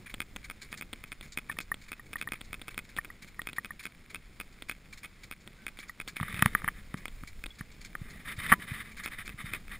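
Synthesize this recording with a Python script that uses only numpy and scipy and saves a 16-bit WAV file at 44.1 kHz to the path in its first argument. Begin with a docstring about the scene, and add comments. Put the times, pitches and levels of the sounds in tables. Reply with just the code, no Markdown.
"""On a gravel road, a horse trots with a light cart, heard from inside a closed housing fixed to the cart.
Loose parts of the frame clack, knock and tick with the stride. Under them the wheels rumble and the
hooves scuff faintly in the gravel. In two spells, something rubs and bumps against the housing.
Its shell colours every sound and makes left and right nearly the same."""
import sys
import numpy as np
from scipy import signal
from scipy.fft import rfft, irfft, next_fast_len
from scipy.io import wavfile
from scipy.ndimage import uniform_filter1d, minimum_filter1d

SR = 44100
rng = np.random.default_rng(int(sys.argv[2]) if len(sys.argv) > 2 else 0)


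def wav_out(sig):
    """Save sig, one row per channel (or a flat mono array), as 16-bit PCM at SR to the path in sys.argv[1]."""
    wavfile.write(sys.argv[1], SR, np.round(np.clip(np.atleast_2d(sig).T, -1, 1) * 32767).astype(np.int16))


N = 431738
TIME = np.arange(N) / SR
FFT_SIZE = next_fast_len(N)
FREQS = np.fft.rfftfreq(FFT_SIZE, 1 / SR) + 1e-3

# Levels in the tables are relative. A ring_s is the time a tone takes to fade by 60 dB.
# Tone of the faint hiss that differs between left and right: pitch_hz, level_db
SIDE_HISS_TONE = [(18, -35), (30, -27), (129, 0), (680, -6.5), (754, -9.5), (2030, -22), (4540, -12),
                  (5880, -18.5), (9890, -19.5), (11600, -56), (15000, -3.5)]
# The wheels' ride, rougher after six seconds: time_s, shake_db, rumble_db
RIDE = [(0.0, -56.5, -58.5), (2.04, -58.5, -60), (2.4, -56, -59), (2.86, -60, -58.5), (5.34, -59, -62.5),
        (5.62, -64.5, -58.5), (6.11, -57.5, -60), (6.38, -51.5, -50.5), (6.95, -52, -59), (7.66, -53, -59),
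        (8.56, -52.5, -52), (8.92, -59.5, -58), (9.3, -53, -57), (9.79, -55.5, -58)]
# Tones of the shaking frame, the drumming tyres and the gravel under them: pitch_hz, level_db
SHAKE_TONE = [(12, -1), (28, 4.5), (55, -6), (90, -13.5), (140, -23), (300, -45)]
RUMBLE_TONE = [(40, -4.5), (100, 2), (150, 1), (215, 1), (300, -7), (420, -9.5), (600, -15.5),
               (1000, -25.5), (2000, -32.5)]
GRAVEL_TONE = [(300, -8.5), (950, -7.5), (1250, -3), (1800, -2.5), (2150, 2), (2520, -3), (2750, -7),
               (3400, -7), (4300, -10.5), (8800, -19), (9700, -14.5), (11200, -23), (14300, -19),
               (16000, -43)]
# The clearest scuffs of the hooves: start_s, crunch_db, grit_db
HOOF_SCUFFS = [(0.059,-45,-62), (.095,-47.5,-56.5), (0.44,-46,-53), (0.614,-47,-47), (.645,-53,-68),
               (0.713,-49,-53), (0.772,-45.5,-45.5), (1.224,-46.5,-56), (1.319,-52,-47), (1.488,-45,-68),
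               (1.605,-59,-48.5), (1.812,-57.5,-57), (1.88,-49,-58), (2.18,-48,-55), (2.351,-48,-72),
               (2.703,-47,-60), (2.888,-51.5,-56.5), (3.22,-48,-51.5), (3.273,-52,-57), (3.56,-47.5,-56),
               (3.792,-43,-52), (3.828,-46.5,-51), (4.097,-48.5,-56), (4.684,-42,-52), (4.924,-49,-51),
               (4.972,-51.5,-50.5), (5.03,-41.5,-56), (5.231,-51,-51.5), (5.793,-47,-52), (5.824,-47,-66),
               (5.881,-56,-52), (6.078,-41.5,-45), (6.158,-38,-54), (6.971,-50.5,-53), (7.271,-47.5,-50),
               (7.585,-49,-52), (7.808,-50,-53), (7.844,-46,-48.5), (8.098,-50,-53), (8.362,-54,-56),
               (8.91,-50,-57), (8.966,-46,-55), (9.033,-44,-46), (9.255,-46,-49)]
# Bands in which crushed gravel rings: pitch_hz, width_hz, level_db
CRUNCH_BANDS = [(1170, 150, -10.5), (1660, 200, -4.5), (2070, 230, -2), (2290, 130, 2), (2290, 73, 0),
                (3290, 640, -12.5), (9720, 520, -12), (14160, 430, -14)]
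# Tone of the fine grit under a hoof: pitch_hz, level_db
GRIT_TONE = [(1500, -27), (2400, -10), (2800, -5), (3400, 7), (4300, 12.5), (5200, 7.5), (6800, 8),
             (8300, 4), (9000, -22), (9800, -11), (11000, -23), (14300, -18), (16000, -23)]
# Lingering rings of frame and harness: start_s, level_db, pitch_hz, ring_s
FRAME_RINGS = [(5.585,-58,1534,0.54), (6.424,-28,230,0.037), (6.461,-22.5,222,0.049),
               (7.506,-43,3370,0.059), (8.52,-18.5,180,0.085), (8.524,-26,226,0.058), (8.525,-37,610,0.053),
               (8.525,-38,780,0.054), (8.525,-43.5,1000,0.21)]
# Soft bumps through the frame: start_s, level_db, pitch_hz
FRAME_BUMPS = [(6.21,-22,137), (6.229,-28,134), (6.338,-30.5,98), (6.39,-30.5,120), (6.423,-11.5,165),
               (6.456,-18,114), (6.641,-31.5,155), (6.942,-24,171), (7.233,-35,165), (7.608,-29.5,145),
               (8.015,-30,116), (8.38,-30,99), (8.592,-38,150), (8.716,-26,114), (9.341,-36,126),
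               (9.441,-31.5,129), (9.517,-37.5,85)]
# Strokes of rubbing on the housing: start_s, length_s, final_level_db
RUB_STROKES = [(6.187,0.292,-40), (6.49,0.048,-51), (6.554,0.047,-43.5), (6.622,0.069,-47),
               (6.735,0.066,-52), (6.892,0.14,-55.5), (7.995,0.22,-52), (8.243,0.085,-38), (8.374,.11,-35),
               (8.484,0.042,-29.5), (8.584,0.057,-42), (8.666,0.15,-38.5), (8.84,0.062,-50.5),
               (8.985,0.013,-37), (9.023,0.051,-43), (9.1,0.048,-42), (9.17,0.044,-40), (9.245,0.086,-53.5),
               (9.373,0.043,-39), (9.438,0.061,-42.5), (9.51,0.051,-40), (9.698,0.058,-42)]
# Bands in which the rubbed housing rings: pitch_hz, width_hz, level_db
RUB_BANDS = [(184, 55, -0.5), (650, 220, -19.5), (1196, 110, -3.5), (1350, 83, -6.5), (1720, 140, -2),
             (1980, 200, -2), (2000, 280, 1), (2390, 120, -5.5), (3070, 154, -9), (3610, 244, -9),
             (4750, 1200, -24), (8570, 600, -17), (10030, 380, -10.5), (10450, 250, -21), (13940, 580, -14)]
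# Blows on the housing: start_s, level_db, ring_factor, brightness_db_per_octave
HOUSING_BLOWS = [(6.2,-20,0.78,-5), (6.2297,-20,0.84,-4), (6.2818,-29.5,2.2,2), (6.4238,-3,1,0),
                 (6.4596,-1.5,0.55,-2.5), (6.55,-10.5,1.56,1), (6.619,-28.5,.93,-6), (6.6442,-20,0.89,-2),
                 (6.678,-17.5,1.6,4), (6.6856,-16.5,1.2,5), (6.9419,-20,0.61,-7.5), (7.2358,-28,0.68,-3.5),
                 (7.6095,-30,1.6,4), (7.952,-23.5,1.4,-2), (8.5186,-10,1.7,-1.5), (8.5239,4.5,1.27,-1),
                 (8.5291,-12.5,1.3,-3), (8.535,-10,0.77,-2), (8.538,-14.5,1.2,2)]
# Knocks of a hollow part beside the housing: start_s, level_db
HOLLOW_KNOCKS = [(0.736,-43), (1.4977,-28), (1.5685,-44), (1.7168,-23.5), (1.9956,-41), (2.1566,-29),
                 (2.274,-30.5), (2.9862,-24), (3.102,-39.5), (3.3931,-29.5), (3.5833,-24.5), (3.7065,-33.5),
                 (5.8953,-35.5), (6.678,-23), (8.997,-46)]
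# Ticks of a small buckle: start_s, level_db, bounce_db (compared with the tick)
BUCKLE_TICKS = [(.141,-25.5,-5), (.362,-26.5,-2), (.9305,-27.5,1.5), (1.2107,-31.5,-15), (1.7425,-27.5,-12),
                (2.168,-36.5,-15), (2.2883,-32,-31), (2.4098,-35.5,6.5), (2.616,-30.5,-3.5),
                (2.7442,-35,-30), (2.9654,-28,-6), (3.4176,-28.5,-21), (3.5313,-31,-10), (4.6225,-28,-12),
                (5.4757,-32.5,-17), (5.7891,-31,-9), (6.077,-27.5,-6), (6.211,-32,-21), (7.081,-31,-10),
                (7.46,-30,1)]
# Clacks of a loose joint in the frame: start_s, level_db, bounce_gap_s (2 ms or less: no bounce)
JOINT_CLACKS = [(0.2033,-20.5,0.014), (0.4995,-28,0.011), (0.7276,-28,0.014), (0.811,-27.5,0.012),
                (1.039,-30,0), (1.1188,-27.5,.007), (1.3741,-20,.012), (1.515,-30.5,0.008),
                (1.5875,-20,0.016), (1.918,-26,0.012), (2.1317,-27.5,0.0044), (2.2133,-22.5,.011),
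                (2.3205,-20.5,.014), (2.5303,-25,0.012), (2.6816,-27,0.0066), (2.778,-21,0.012),
                (2.975,-29,.0056), (3.047,-32,0.0051), (3.4715,-24.5,.017), (3.6467,-28,0.0096),
                (3.8541,-25.5,0.011), (4.146,-26.5,.011), (4.4006,-25.5,.01), (4.696,-22,.017),
                (5.0465,-32,0.0099), (5.3122,-28,.011), (5.6663,-25,0.015), (6.0008,-26.5,0.012),
                (6.1672,-25,0), (6.3435,-27.5,0.021), (6.393,-23,0), (6.4231,-13,0.0014),
                (7.0556,-25.5,0.0019), (7.439,-26.5,0.0014), (9.0598,-23,0.017), (9.278,-28,0.015),
                (9.5356,-23,0.012), (9.681,-38,0.013)]
# Each part's natural tones (modes), which every hit varies: pitch_hz, level_db, ring_s
HOUSING_MODES = [(196, -16.5, 0.021), (715, -15.5, 0.0043), (1199, -4.5, 0.015), (1530, 4, 0.0036),
                 (1844, 0.5, 0.0092), (2260, -13.5, 0.0084), (2600, -32.5, 0.01), (3100, -23, 0.013),
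                 (10080, -14, 0.01), (10780, -18.5, 0.013), (13600, -17, 0.015)]
HOLLOW_MODES = [(224.6,-13,0.015), (860,-43,0.0016), (1190,-2,0.021), (1877,14,0.019), (1843,14,0.011),
                (10150,-9,0.03), (10630,-10,.013), (13700,-10.5,0.033)]
BUCKLE_MODES = [(255, -6.5, 0.011), (1460, -11, 0.01), (1920, -9, 0.0146), (2240, 0.5, 0.0036),
                (3340, 0.3, 0.0064), (3800, -0.5, 0.002), (4380, -15.5, 0.012), (8630, -9.5, 0.0084),
                (10150, -17, 0.0091), (14300, -4.5, 0.0011)]
JOINT_MODES = [(240, -10.5, 0.014), (1283, -8.5, 0.014), (1562, -8.5, 0.014), (2218, -1.5, 0.011),
               (2533, -7.5, 0.026), (2910, -8, 0.0045), (3444, -7.5, 0.0074), (4930, -10.5, 0.0023),
               (8650, -10, 0.004), (9696, -15, 0.019), (10450, -13, 0.0038), (14330, -13.5, 0.014)]
# Treble bands that the housing's shell swallows: pitch_hz, width_hz, gain_db
SHELL_DIPS = [(5960, 272, -15.5), (12060, 1320, -10.5)]


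def gain(db):
    """Turn decibels into a number to multiply by."""
    return 10 ** (np.asarray(db) / 20)


def add(track, start_s, sound):
    """Mix a sound into a track at a given time."""
    i = max(int(start_s * SR), 0)
    track[i:i + len(sound)] += sound[:max(N - i, 0)]


def wander(per_s):
    """A smooth random drift, about 1 in size."""
    step = max(int(SR / per_s), 2)
    drift = uniform_filter1d(np.repeat(rng.standard_normal(N // step + 1), step), step)[:N]
    return drift / np.std(drift)


def grains(per_s, spread_db):
    """Tiny hits of uneven size at random times."""
    size = gain(spread_db * np.minimum(rng.exponential(size=N), 5))
    return (rng.random(N) < per_s / SR) * rng.standard_normal(N) * size


def colour(sound, tone):
    """Shape a sound's lows and highs by a tone table; the result has strength 1."""
    hz, db = np.transpose(tone)
    shape = gain(np.interp(np.log(FREQS), np.log(hz), db))
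    shaped = irfft(rfft(sound, FFT_SIZE) * shape, FFT_SIZE)[:N]
    return shaped / np.std(shaped)


def resonate(sound, bands):
    """Let a sound ring in a few bands of pitch; the result has strength 1."""
    power = sum(gain(db) ** 2 / (1 + ((FREQS - hz) / width) ** 2) ** 2 for hz, width, db in bands)
    ringing = irfft(rfft(sound, FFT_SIZE) * np.sqrt(power), FFT_SIZE)[:N]
    return ringing / np.std(ringing)


def strike(modes, ring_factor=1, brightness=0, detune=0.0074, uneven_db=0):
    """One hit sets a part's natural tones ringing, and each fades at its own speed."""
    t = np.arange(SR // 20) / SR
    hz, db, ring_s = np.transpose(modes)[:, :, None]
    db = db + brightness * np.log2(np.clip(hz, 1000, 3000) / 1800)
    db = db + uneven_db * rng.standard_normal(hz.shape)  # the point of contact shifts
    sign = (-1) ** np.arange(len(hz))[:, None]  # neighbours start opposite ways, so the ring builds up
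    tuning = 1 + detune * rng.standard_normal()
    fade = np.exp(-np.log(1000) * t / (ring_s * ring_factor))
    return np.sum(sign * gain(db) * np.sin(2 * np.pi * hz * tuning * t) * fade, axis=0)


def side_noise(hiss_db=-71, rumble_db=-72, waver_db=4):
    """A faint, wavering hiss and low rumble that differ between left and right."""
    hiss = gain(hiss_db) * colour(rng.standard_normal(N), SIDE_HISS_TONE)
    rumble = gain(rumble_db) * colour(rng.standard_normal(N), SHAKE_TONE)
    return (hiss + rumble) * gain(waver_db * wander(40))


def pebbles(per_s=22, level_db=-68):
    """Single small stones crack under the tyres."""
    return gain(level_db) * resonate(grains(per_s, 1.0), CRUNCH_BANDS)


def wheels(shake_db=3.5, rumble_db=1, grind_db=-62, sway_db=2.5, jolt_db=2, patchy_db=1.0):
    """Tyres shake the frame, drum over stones and grind on gravel, all harder where the road is rough."""
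    times, shakes, rumbles = np.transpose(RIDE)
    shaking_db = np.interp(TIME, times, shakes) + shake_db
    drumming_db = np.interp(TIME, times, rumbles) + rumble_db
    grinding_db = grind_db + 0.33 * (drumming_db - np.median(drumming_db))  # gently follows the rumble
    shake = colour(rng.standard_normal(N), SHAKE_TONE) * gain(shaking_db + sway_db * wander(11))
    rumble = colour(grains(1500, 0.67), RUMBLE_TONE) * gain(drumming_db + jolt_db * wander(25))
    grind = colour(grains(6000, 1.0), GRAVEL_TONE) * gain(grinding_db + patchy_db * wander(40))
    return shake + rumble + grind


def hooves(crunch_db=-1, grit_db=-2, rise_s=0.0074, faint_per_s=2, uneven_db=3):
    """Each hoof crushes a short burst of gravel; fainter scuffs fall at random among the clear ones."""
    crunch, grit, t = np.zeros(N), np.zeros(N), np.arange(SR // 8) / SR
    swell = t / rise_s * np.exp(1 - t / rise_s)
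    dice = rng.random((int(faint_per_s * N / SR), 3))
    faint_scuffs = [(when * N / SR, -62 + uneven_db * (2 * low - 1), -61.5 + uneven_db * (2 * high - 1))
                    for when, low, high in dice]
    for start_s, low_db, high_db in HOOF_SCUFFS + faint_scuffs:
        add(crunch, start_s, gain(low_db + crunch_db) * swell)
        add(grit, start_s, gain(high_db + grit_db) * swell)
    crunch *= resonate(grains(3000, 0.79), CRUNCH_BANDS)
    grit *= colour(grains(3500, 0.71), GRIT_TONE)
    return crunch + grit


def frame_rings():
    """Struck parts of the frame and harness ring on, each at one pitch."""
    out, t = np.zeros(N), np.arange(SR // 2) / SR
    for start_s, db, hz, ring_s in FRAME_RINGS:
        fade = np.exp(-np.log(1000) * t / ring_s)
        add(out, start_s, gain(db) * np.sin(2 * np.pi * hz * t) * fade)
    return out


def frame_bumps(rise_cycles=0.44):
    """A soft push swings the frame back and forth about twice."""
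    out, t = np.zeros(N), np.arange(SR // 12) / SR
    for start_s, db, hz in FRAME_BUMPS:
        age = t * hz / rise_cycles
        swell = age ** 2 * np.exp(2 * (1 - age))
        add(out, start_s, -gain(db) * swell * np.sin(2 * np.pi * hz * t))
    return out


def housing_rubs(level_db=-2, catch_db=1.8, grip_s=0.019, release_s=0.012, swell_db_per_s=16.5):
    """Each stroke takes hold, presses ever harder and lets go; its many tiny slips ring the shell."""
    pressure, t = np.zeros(N), np.arange(SR // 2) / SR
    for start_s, length_s, db in RUB_STROKES:
        grip = np.minimum(t / grip_s, 1)
        press = gain(db + swell_db_per_s * np.minimum(t - length_s, 0))
        release = np.exp(-np.maximum(t - length_s, 0) / release_s)
        add(pressure, start_s, grip * press * release)
    slips = resonate(grains(14000, 0.93), RUB_BANDS)
    return pressure * slips * gain(level_db + catch_db * wander(170))


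def housing_blows():
    """Blows land straight on the housing and die away quickly."""
    out = np.zeros(N)
    for start_s, db, ring_factor, brightness in HOUSING_BLOWS:
        blow = strike(HOUSING_MODES, ring_factor, brightness, detune=0.013, uneven_db=1.5)
        add(out, start_s, gain(db) * blow)
    return out


def hollow_knocks():
    """A hollow part is knocked, always on the same spot."""
    out = np.zeros(N)
    for start_s, db in HOLLOW_KNOCKS:
        add(out, start_s, gain(db) * strike(HOLLOW_MODES, ring_factor=0.99, brightness=-1, detune=0.027))
    return out


def buckle_ticks(bounce_s=0.0038):
    """A small buckle hits with a bright tick and bounces once."""
    out = np.zeros(N)
    for start_s, db, bounce_db in BUCKLE_TICKS:
        add(out, start_s, gain(db) * strike(BUCKLE_MODES, detune=0.012))
        add(out, start_s + bounce_s, gain(db + bounce_db) * strike(BUCKLE_MODES, detune=0.15))
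    return out


def joint_clacks(gap_shrink=0.41, first_loss_db=4.5, next_loss_db=6.5, usual_db=-24):
    """The loose joint hits its stop and chatters: each bounce comes sooner and weaker."""
    out = np.zeros(N)
    for time_s, db, gap_s in JOINT_CLACKS:
        add(out, time_s, gain(db) * strike(JOINT_MODES, uneven_db=1.8))
        bounce_db = db - first_loss_db - 0.81 * max(db - usual_db, 0)  # hard clacks lose the most
        if gap_s > 0.002:
            for k in range(4):
                time_s += gap_s * gap_shrink ** k
                bounce = strike(JOINT_MODES, detune=0.017, uneven_db=2.0)
                add(out, time_s, gain(bounce_db - k * next_loss_db) * bounce)
    return out


def scene(leak_db=-39, leak_delay_s=0.0012):
    """Nearly all sound comes through the frame, the same on the left and the right."""
    rattle = joint_clacks() + buckle_ticks()
    hits = rattle + hollow_knocks() + housing_blows() + frame_bumps() + frame_rings()
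    centre = hits + hooves() + wheels() + pebbles() + housing_rubs()
    side = side_noise()
    # a trace of the rattle reaches the two microphone openings unequally, a little later
    add(side, leak_delay_s, gain(leak_db) * rattle)
    return np.array([centre + side, centre - side])


def record(dry, ripple_db=2.56, ripple_hz=130, peak_limit=0.8, top_hz=15450):
    """The shell swallows two treble bands; then loud peaks are turned down and the very top is cut."""
    dips_db = sum(db * np.exp(-((FREQS - hz) / width) ** 2) for hz, width, db in SHELL_DIPS)
    # the shell's many small resonances make the treble uneven
    ripple = np.interp(FREQS / ripple_hz, np.arange(512), rng.standard_normal(512))
    treble = np.clip(FREQS / 2000 - 1, 0, 1)
    shell = gain(dips_db + ripple_db * ripple * treble)
    housed = irfft(rfft(dry, FFT_SIZE) * shell, FFT_SIZE)[:, :N]
    safe_gain = np.minimum(1, peak_limit / (np.abs(housed).max(axis=0) + 1e-9))
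    limited = housed * uniform_filter1d(minimum_filter1d(safe_gain, size=89), size=89)  # eased over 2 ms
    top_cut = signal.ellip(8, 0.2, 70, top_hz, fs=SR, output="sos")
    return signal.sosfilt(top_cut, limited)


dry = scene()
out = record(dry)
wav_out(out)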